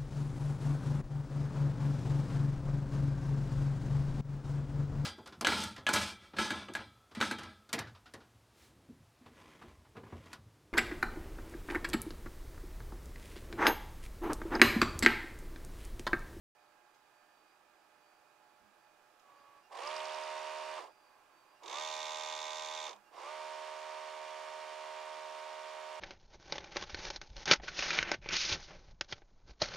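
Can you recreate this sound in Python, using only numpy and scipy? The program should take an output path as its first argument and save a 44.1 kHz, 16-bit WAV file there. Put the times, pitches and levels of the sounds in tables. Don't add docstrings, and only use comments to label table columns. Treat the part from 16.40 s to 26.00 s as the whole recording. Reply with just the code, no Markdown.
import sys
import numpy as np
from scipy import signal
from scipy.fft import rfft, irfft
from scipy.io import wavfile

SR = 44100
rng = np.random.default_rng(int(sys.argv[2]) if len(sys.argv) > 2 else 0)


def store_wav(level_fs):
    pcm = np.round(np.clip(np.atleast_2d(level_fs), -1, 1) * 32767)
    wavfile.write(sys.argv[1], SR, pcm.T.astype(np.int16))


N = 423360
T = np.arange(N) / SR
HZ = np.maximum(np.arange(N // 2 + 1) * SR / N, 1)


def from_db(db):
    return 10 ** (np.asarray(db) / 20)


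def rms_one(x):
    return x / np.sqrt(np.mean(x ** 2) + 1e-20)


def at_hz(points, hz):
    f, value = np.transpose(points)
    return np.interp(np.log(np.maximum(hz, 1)), np.log(f), value)


def peaks_db(resonances, hz):
    return sum(db / (1 + (2 * (hz - centre) / width) ** 2) for centre, width, db in resonances)


def tint(x, colour_db):
    return irfft(rfft(x) * from_db(colour_db), N)


def noise(colour_db):
    return rms_one(tint(rng.standard_normal(N), colour_db))


def drift(rate):
    knots = rng.standard_normal(4096)
    return np.interp(T * rate % len(knots), np.arange(len(knots)), knots)


def swell(centre, width):
    return np.exp(-np.minimum(((T - centre) / width) ** 2, 100))


# frequency in Hz, relative density in dB.
FAN_AIR = [(25, -12), (90, -20.5), (130, -12.5), (240, -13.5), (345, -2), (470, -8.5), (780, -1),
           (950, -3.5), (1350, -3), (1850, -12), (2400, -11), (4000, -18.5), (4800, -18.5), (5400, -19),
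           (15000, -27)]
# frequency in Hz, level in dB.
HUM_TONES = [(597.5, -81), (721.4, -83), (845.2, -76.5), (1620, -81.5), (1771, -83.5), (2471, -85.5)]
WHISTLES = [(4597, -84), (4748, -85.5), (6794, -100)]

def computer(air_db=-67.5, waver_db=2.5, spurts_per_s=9):
    disk = sum(from_db(db) * rms_one(drift(spurts_per_s)) * np.sin(2 * np.pi * hz * T)
               for hz, db in WHISTLES)
    hum = sum(from_db(db + waver_db * drift(11)) * np.sin(2 * np.pi * hz * T + .5 * drift(6.2))
              for hz, db in HUM_TONES)
    return np.sqrt(2) * (disk + hum) + from_db(air_db) * noise(at_hz(FAN_AIR, HZ))


# time in seconds, level in dB.
LIGHT_TICKS = [(.548, -71), (2.799, -70)]
# time in seconds, thud level in dB, boom level in dB.
LOW_THUDS = [(2.235, -75, -73), (6.54, -84, -74)]

def ticks_and_thuds(boom_hz=205):
    tick = sum(from_db(db) * (swell(s, .004) + .3 * swell(s + .008, .02)) for s, db in LIGHT_TICKS)
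    thud = sum(from_db(db) * swell(s, .03) for s, db, _ in LOW_THUDS)
    boom = sum(from_db(db) * swell(s + .035, .045) for s, _, db in LOW_THUDS)
    bright = noise(at_hz([(1500, -4), (4000, 0), (6500, 1), (11000, -20)], HZ))
    dull = noise(at_hz([(30, -10), (110, -6), (200, -2), (450, -37)], HZ))
    return tick * bright + thud * dull + boom * np.sin(2 * np.pi * boom_hz * T)


# time in seconds, level in dB.
DRIVER_NOTES = [(3.255, -71), (5.175, -72), (6.675, -71)]

def motor_driver(pitch_hz=2780):
    phase = 2 * np.pi * pitch_hz * T + drift(200)
    envelope = sum(from_db(db) * swell(s, .025) for s, db in DRIVER_NOTES)
    return envelope * (np.sin(phase) + .3 * np.sin(2 * phase))


# start and end in seconds, step rate in Hz, tone gain in dB, rasp level in dB.
STEPPER_MOVES = [(2.813, 3.231, 565, -64, -67), (4.57, 5.192, 520, -73, -73)]
# multiple of the step rate, relative level in dB.
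STEP_HARMONICS = [(1, -11.5), (2, -1), (3, -16), (5, -24)]

def head_stepper(rise_s=.074, stop_s=.045):
    rasp_colour = [(150, -16), (550, -4.5), (920, 0), (1130, 6), (1500, -11), (2500, -11), (8000, -32)]
    out, rasp = np.zeros(N), noise(at_hz(rasp_colour, HZ))
    for start, end, step_hz, tone_db, rasp_db in STEPPER_MOVES:
        on = (T > start) & (T < end)
        t = T[on]
        tone = sum(from_db(db) * np.sin(2 * np.pi * k * step_hz * t) for k, db in STEP_HARMONICS)
        envelope = np.clip(np.minimum((t - start) / rise_s, (end - t) / stop_s), 0, 1)
        out[on] += envelope * (np.sqrt(2) * from_db(tone_db) * tone + from_db(rasp_db) * rasp[on])
    return out


# first squeak in seconds, its peak level in dB, pitch in Hz, glide in Hz per second.
SLIP_SPOTS = [(3.475, -39, 4980, -150000), (3.514, -39.5, 3160, 120000)]

def belt_squeaks(loop_s=.0905, loops=5, width_s=.003, fade_db_per_s=23):
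    out, rough_phase = np.zeros(N), 1.2 * drift(2200)
    for first, db, pitch_hz, glide in SLIP_SPOTS:
        for delay in loop_s * np.arange(loops):
            near = abs(T - first - delay) < .01
            t = T[near] - first - delay
            chirp = np.sin(2 * np.pi * t * (pitch_hz + glide * t / 2) + rough_phase[near])
            out[near] += from_db(db - fade_db_per_s * delay) * np.exp(-(t / width_s) ** 2) * chirp
    return out


TURN_HZ = 77.65

def capstan_speed(t, start, brake, braking_s, spin_up_s=.069, servo_aim=1.045):
    rising = servo_aim * (1 - np.exp((start - t) / spin_up_s))
    return np.minimum(rising, 1) * np.clip(1 - (t - brake) / braking_s, 0, 1)


def roller_knocks(turns, roller_hz=33.5, sway_db=1.1, uneven_db=.2, ring_s=.006, repeat_share=.65):
    n = len(turns)
    hits = np.flatnonzero(np.diff(np.floor(turns + .5)) > 0)
    sway = np.sin(2 * np.pi * turns[hits] * roller_hz / TURN_HZ)
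    blows = np.zeros(n)
    blows[hits] = from_db(sway_db * sway + uneven_db * rng.standard_normal(512)[:len(hits)])
    decay, grit = np.exp(-T[:2048] / ring_s), rng.choice([-1, 1], N)
    decay /= np.sqrt(np.sum(decay ** 2) * TURN_HZ / SR)
    ring = signal.fftconvolve(blows, decay * grit[-len(decay):])[:n]
    rattle = signal.fftconvolve(blows, decay)[:n] * grit[:n]
    return np.sqrt(repeat_share) * ring + np.sqrt(1 - repeat_share) * rattle


def shell_squeal(turns, speed, gain_db=-1, at_speed=.94, width=.081):
    crossing = np.exp(-((speed - at_speed) / width) ** 2)
    unlocked = np.clip((1 - speed) / .03, 0, 1)
    return from_db(gain_db) * crossing * unlocked * np.sin(2 * np.pi * 16 * turns)


# frequency in Hz, relative gain in dB.
CARTRIDGE = [(150, -36), (280, -19), (400, -8), (560, -4), (750, 8.5), (1020, 15), (1400, 4), (2600, 4.5),
             (3700, -2.5), (5000, -6), (6900, -11.5), (7800, -12.5), (10500, -20.5), (15000, -39)]

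def whine(orders, turns, speed, waver_db):
    out, samples = np.zeros(len(turns)), np.arange(len(turns))
    knots = samples[::512]
    for k, db in orders:
        response_db = at_hz(CARTRIDGE, k * TURN_HZ * speed[knots]) - at_hz(CARTRIDGE, k * TURN_HZ)
        gain = from_db(db + response_db + waver_db * rng.standard_normal(len(knots)))
        out += np.interp(samples, knots, gain) * np.sin(2 * np.pi * (k * turns + rng.random()))
    return out / np.sqrt(np.sum(from_db([db for k, db in orders]) ** 2) / 2)


# multiple of the rotation rate, relative level in dB.
FORWARD_ORDERS = [(1, -58), (2, -41.5), (3, -31.5), (4, -24), (5, -12.5), (6, -14.5), (7, -7), (8, 3),
                  (9, -7), (10, -39), (11, -12.5), (12, 3), (13, -30), (14, -5.5), (15, -5.5), (16, -10),
                  (17, -13.5), (18, -18), (19, -11), (20, -13), (21, -16), (22, -14.5), (23, -24.5),
                  (24, -13), (25, -23.5), (26, -16), (27, -21), (28, -22), (29, -16.5), (30, -32)]
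REVERSE_ORDERS = [(1, -49), (2, -35.5), (3, -40), (4, -21.5), (5, -16.5), (6, -12.5), (7, -9.5), (8, 1.5),
                  (9, -13.5), (10, -5), (11, -1), (12, 1), (13, 1), (14, -6), (15, -3.5), (16, -6),
                  (17, -28), (18, -17), (19, -15), (20, -9.5), (21, -37), (22, -37), (23, -25), (24, -10),
                  (25, -13.5), (26, -31), (27, -25), (28, -14), (29, -8.5), (30, -19)]
# frequency in Hz, relative level in dB.
UPPER_SPECTRUM = [(2400, 10.5), (3400, -2.5), (4200, -6), (6000, -28), (9000, -37)]
JUDDER_SPECTRUM = [(120, -36), (230, -29), (350, -4), (800, 2), (1100, 3), (1400, -16), (4000, -41)]
KNOCK_SPECTRUM = [(400, -40), (900, -30), (1600, -17), (2200, 1.5), (2650, -0.5), (2800, -2.5),
                  (3050, -3.5), (3400, 5), (3700, 5.5), (3950, -2.5), (4350, 1), (5000, -4), (6300, -1),
                  (7400, -9), (8200, -16), (11000, -28.5), (12200, -26), (14000, -55)]
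# centre in Hz, width in Hz, gain in dB.
DECK_RESONANCES = [(1390, 250, -2), (2440, 180, 2), (2540, 190, -7), (2834, 115, 3), (3680, 110, 4),
                   (4790, 190, 9.5), (5020, 220, -6), (5450, 220, 8), (6950, 280, 7), (8600, 480, 8.5),
                   (9940, 1030, 4)]
# start, brake onset and braking time in seconds; settled gains of
# low whine, upper whine, rush and knock in dB; throb depth as a ratio; slack boost in dB;
# settling time in seconds.
CAPSTAN_RUNS = [(3.296, 4.38, 0.15, -46, -59.5, -51.5, -58, 0.25, 6, 1.07),
                (5.202, 6.474, .12, -46, -61, -55, -42, 0, 4, 0.84),
                (6.707, 9.7, .12, -47.5, -63, -53.5, -57.5, 0.046, 2.5, 1.57)]

def tape_transport(judder_db=-2.5, throb_settle_s=.95, flutter=.0011):
    rush = noise(at_hz(CARTRIDGE, HZ) + peaks_db(DECK_RESONANCES, HZ))
    hiss = tint(rush, at_hz([(1200, -11), (2600, 2.5)], HZ))
    judder = from_db(judder_db) * noise(at_hz(JUDDER_SPECTRUM, HZ))
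    wobble = 1 + flutter * drift(110)
    upper = np.arange(31, 84)
    upper_levels = at_hz(UPPER_SPECTRUM, upper * TURN_HZ) + peaks_db(DECK_RESONANCES, upper * TURN_HZ)
    out, knocking = np.zeros(N), np.zeros(N)
    for run, orders in zip(CAPSTAN_RUNS, (FORWARD_ORDERS, REVERSE_ORDERS, FORWARD_ORDERS)):
        start, brake, braking_s, low_db, upper_db, rush_db, knock_db, throb, boost_db, settle_s = run
        on = (T > start) & (T < brake + braking_s)
        t = T[on]
        speed = capstan_speed(t, start, brake, braking_s)
        turns = np.cumsum(speed * wobble[on]) * TURN_HZ / SR
        slack_db = boost_db * np.exp((start - t) / settle_s)
        low_gain = from_db(low_db + .65 * slack_db) * speed
        whir_gain = from_db(slack_db) * speed ** 1.53
        steady = speed ** 3
        low_whine = np.sqrt(steady) * whine(orders, turns, speed, waver_db=.5)
        out[on] += low_gain * (np.sqrt(1 - steady) * judder[on] + low_whine + shell_squeal(turns, speed))
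        upper_orders = list(zip(upper, upper_levels + rng.standard_normal(len(upper))))
        upper_whine = steady * whine(upper_orders, turns, speed, waver_db=2.5)
        out[on] += whir_gain * from_db(upper_db) * upper_whine
        depth = throb * (.5 + np.exp((start - t) / throb_settle_s))
        pulsing = -depth * np.cos(2 * np.pi * turns)
        out[on] += whir_gain * from_db(rush_db) * (rush[on] + pulsing * hiss[on])
        knocking[on] += from_db(knock_db + slack_db) * speed ** 1.7 * roller_knocks(turns)
    return out + tint(knocking, at_hz(KNOCK_SPECTRUM, HZ))


def stereo(x, balance, coherence, scatter_s):
    scatter = rng.standard_normal(N) * np.exp(-np.minimum(T / scatter_s, 100))
    scatter = rfft(scatter / np.sqrt(np.sum(scatter ** 2)))
    alike, sides = np.clip(at_hz(coherence, HZ), 0, 1), np.array([[1], [-1]])
    pan = from_db(sides * at_hz(balance, HZ) / 2)
    spread = np.sqrt((1 + alike) / 2) + sides * np.sqrt((1 - alike) / 2) * scatter
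    return irfft(rfft(x) * spread * pan / pan.mean(axis=0), N)


# frequency in Hz, left minus right in dB.
DRIVE_PAN = [(110, -8), (380, -13.5), (560, -5), (1000, -4.5), (2400, -4), (6500, -7), (8500, -3.5),
             (11000, 10.5)]
ROOM_PAN = [(60, 1.5), (180, -7.5), (550, -7.5), (1650, -4.5), (4970, -6.5), (15000, 1.5)]
# frequency in Hz, coherence as a ratio (negative values act as 0).
DRIVE_COHERENCE = [(200, 0.16), (550, 0.76), (1100, 0.64), (2500, 1), (6000, 0.77), (9000, 0.033)]
ROOM_COHERENCE = [(60, -0.48), (240, 0.4), (950, 0.66), (3770, 0.45), (15000, -0.23)]

def scene():
    fade_out = np.clip((N / SR - T) / .003, 0, 1)
    drive = (tape_transport() + belt_squeaks() + head_stepper() + motor_driver()) * fade_out
    near = stereo(drive, DRIVE_PAN, DRIVE_COHERENCE, scatter_s=.015)
    return near + stereo(computer() + ticks_and_thuds(), ROOM_PAN, ROOM_COHERENCE, scatter_s=.016)


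def record(dry, silent_s=.15, cutoff_hz=15700):
    low_pass = signal.ellip(12, .1, 80, cutoff_hz, fs=SR, output="sos")
    return signal.sosfilt(low_pass, dry * (T > silent_s))


dry = scene()
out = record(dry)
store_wav(out)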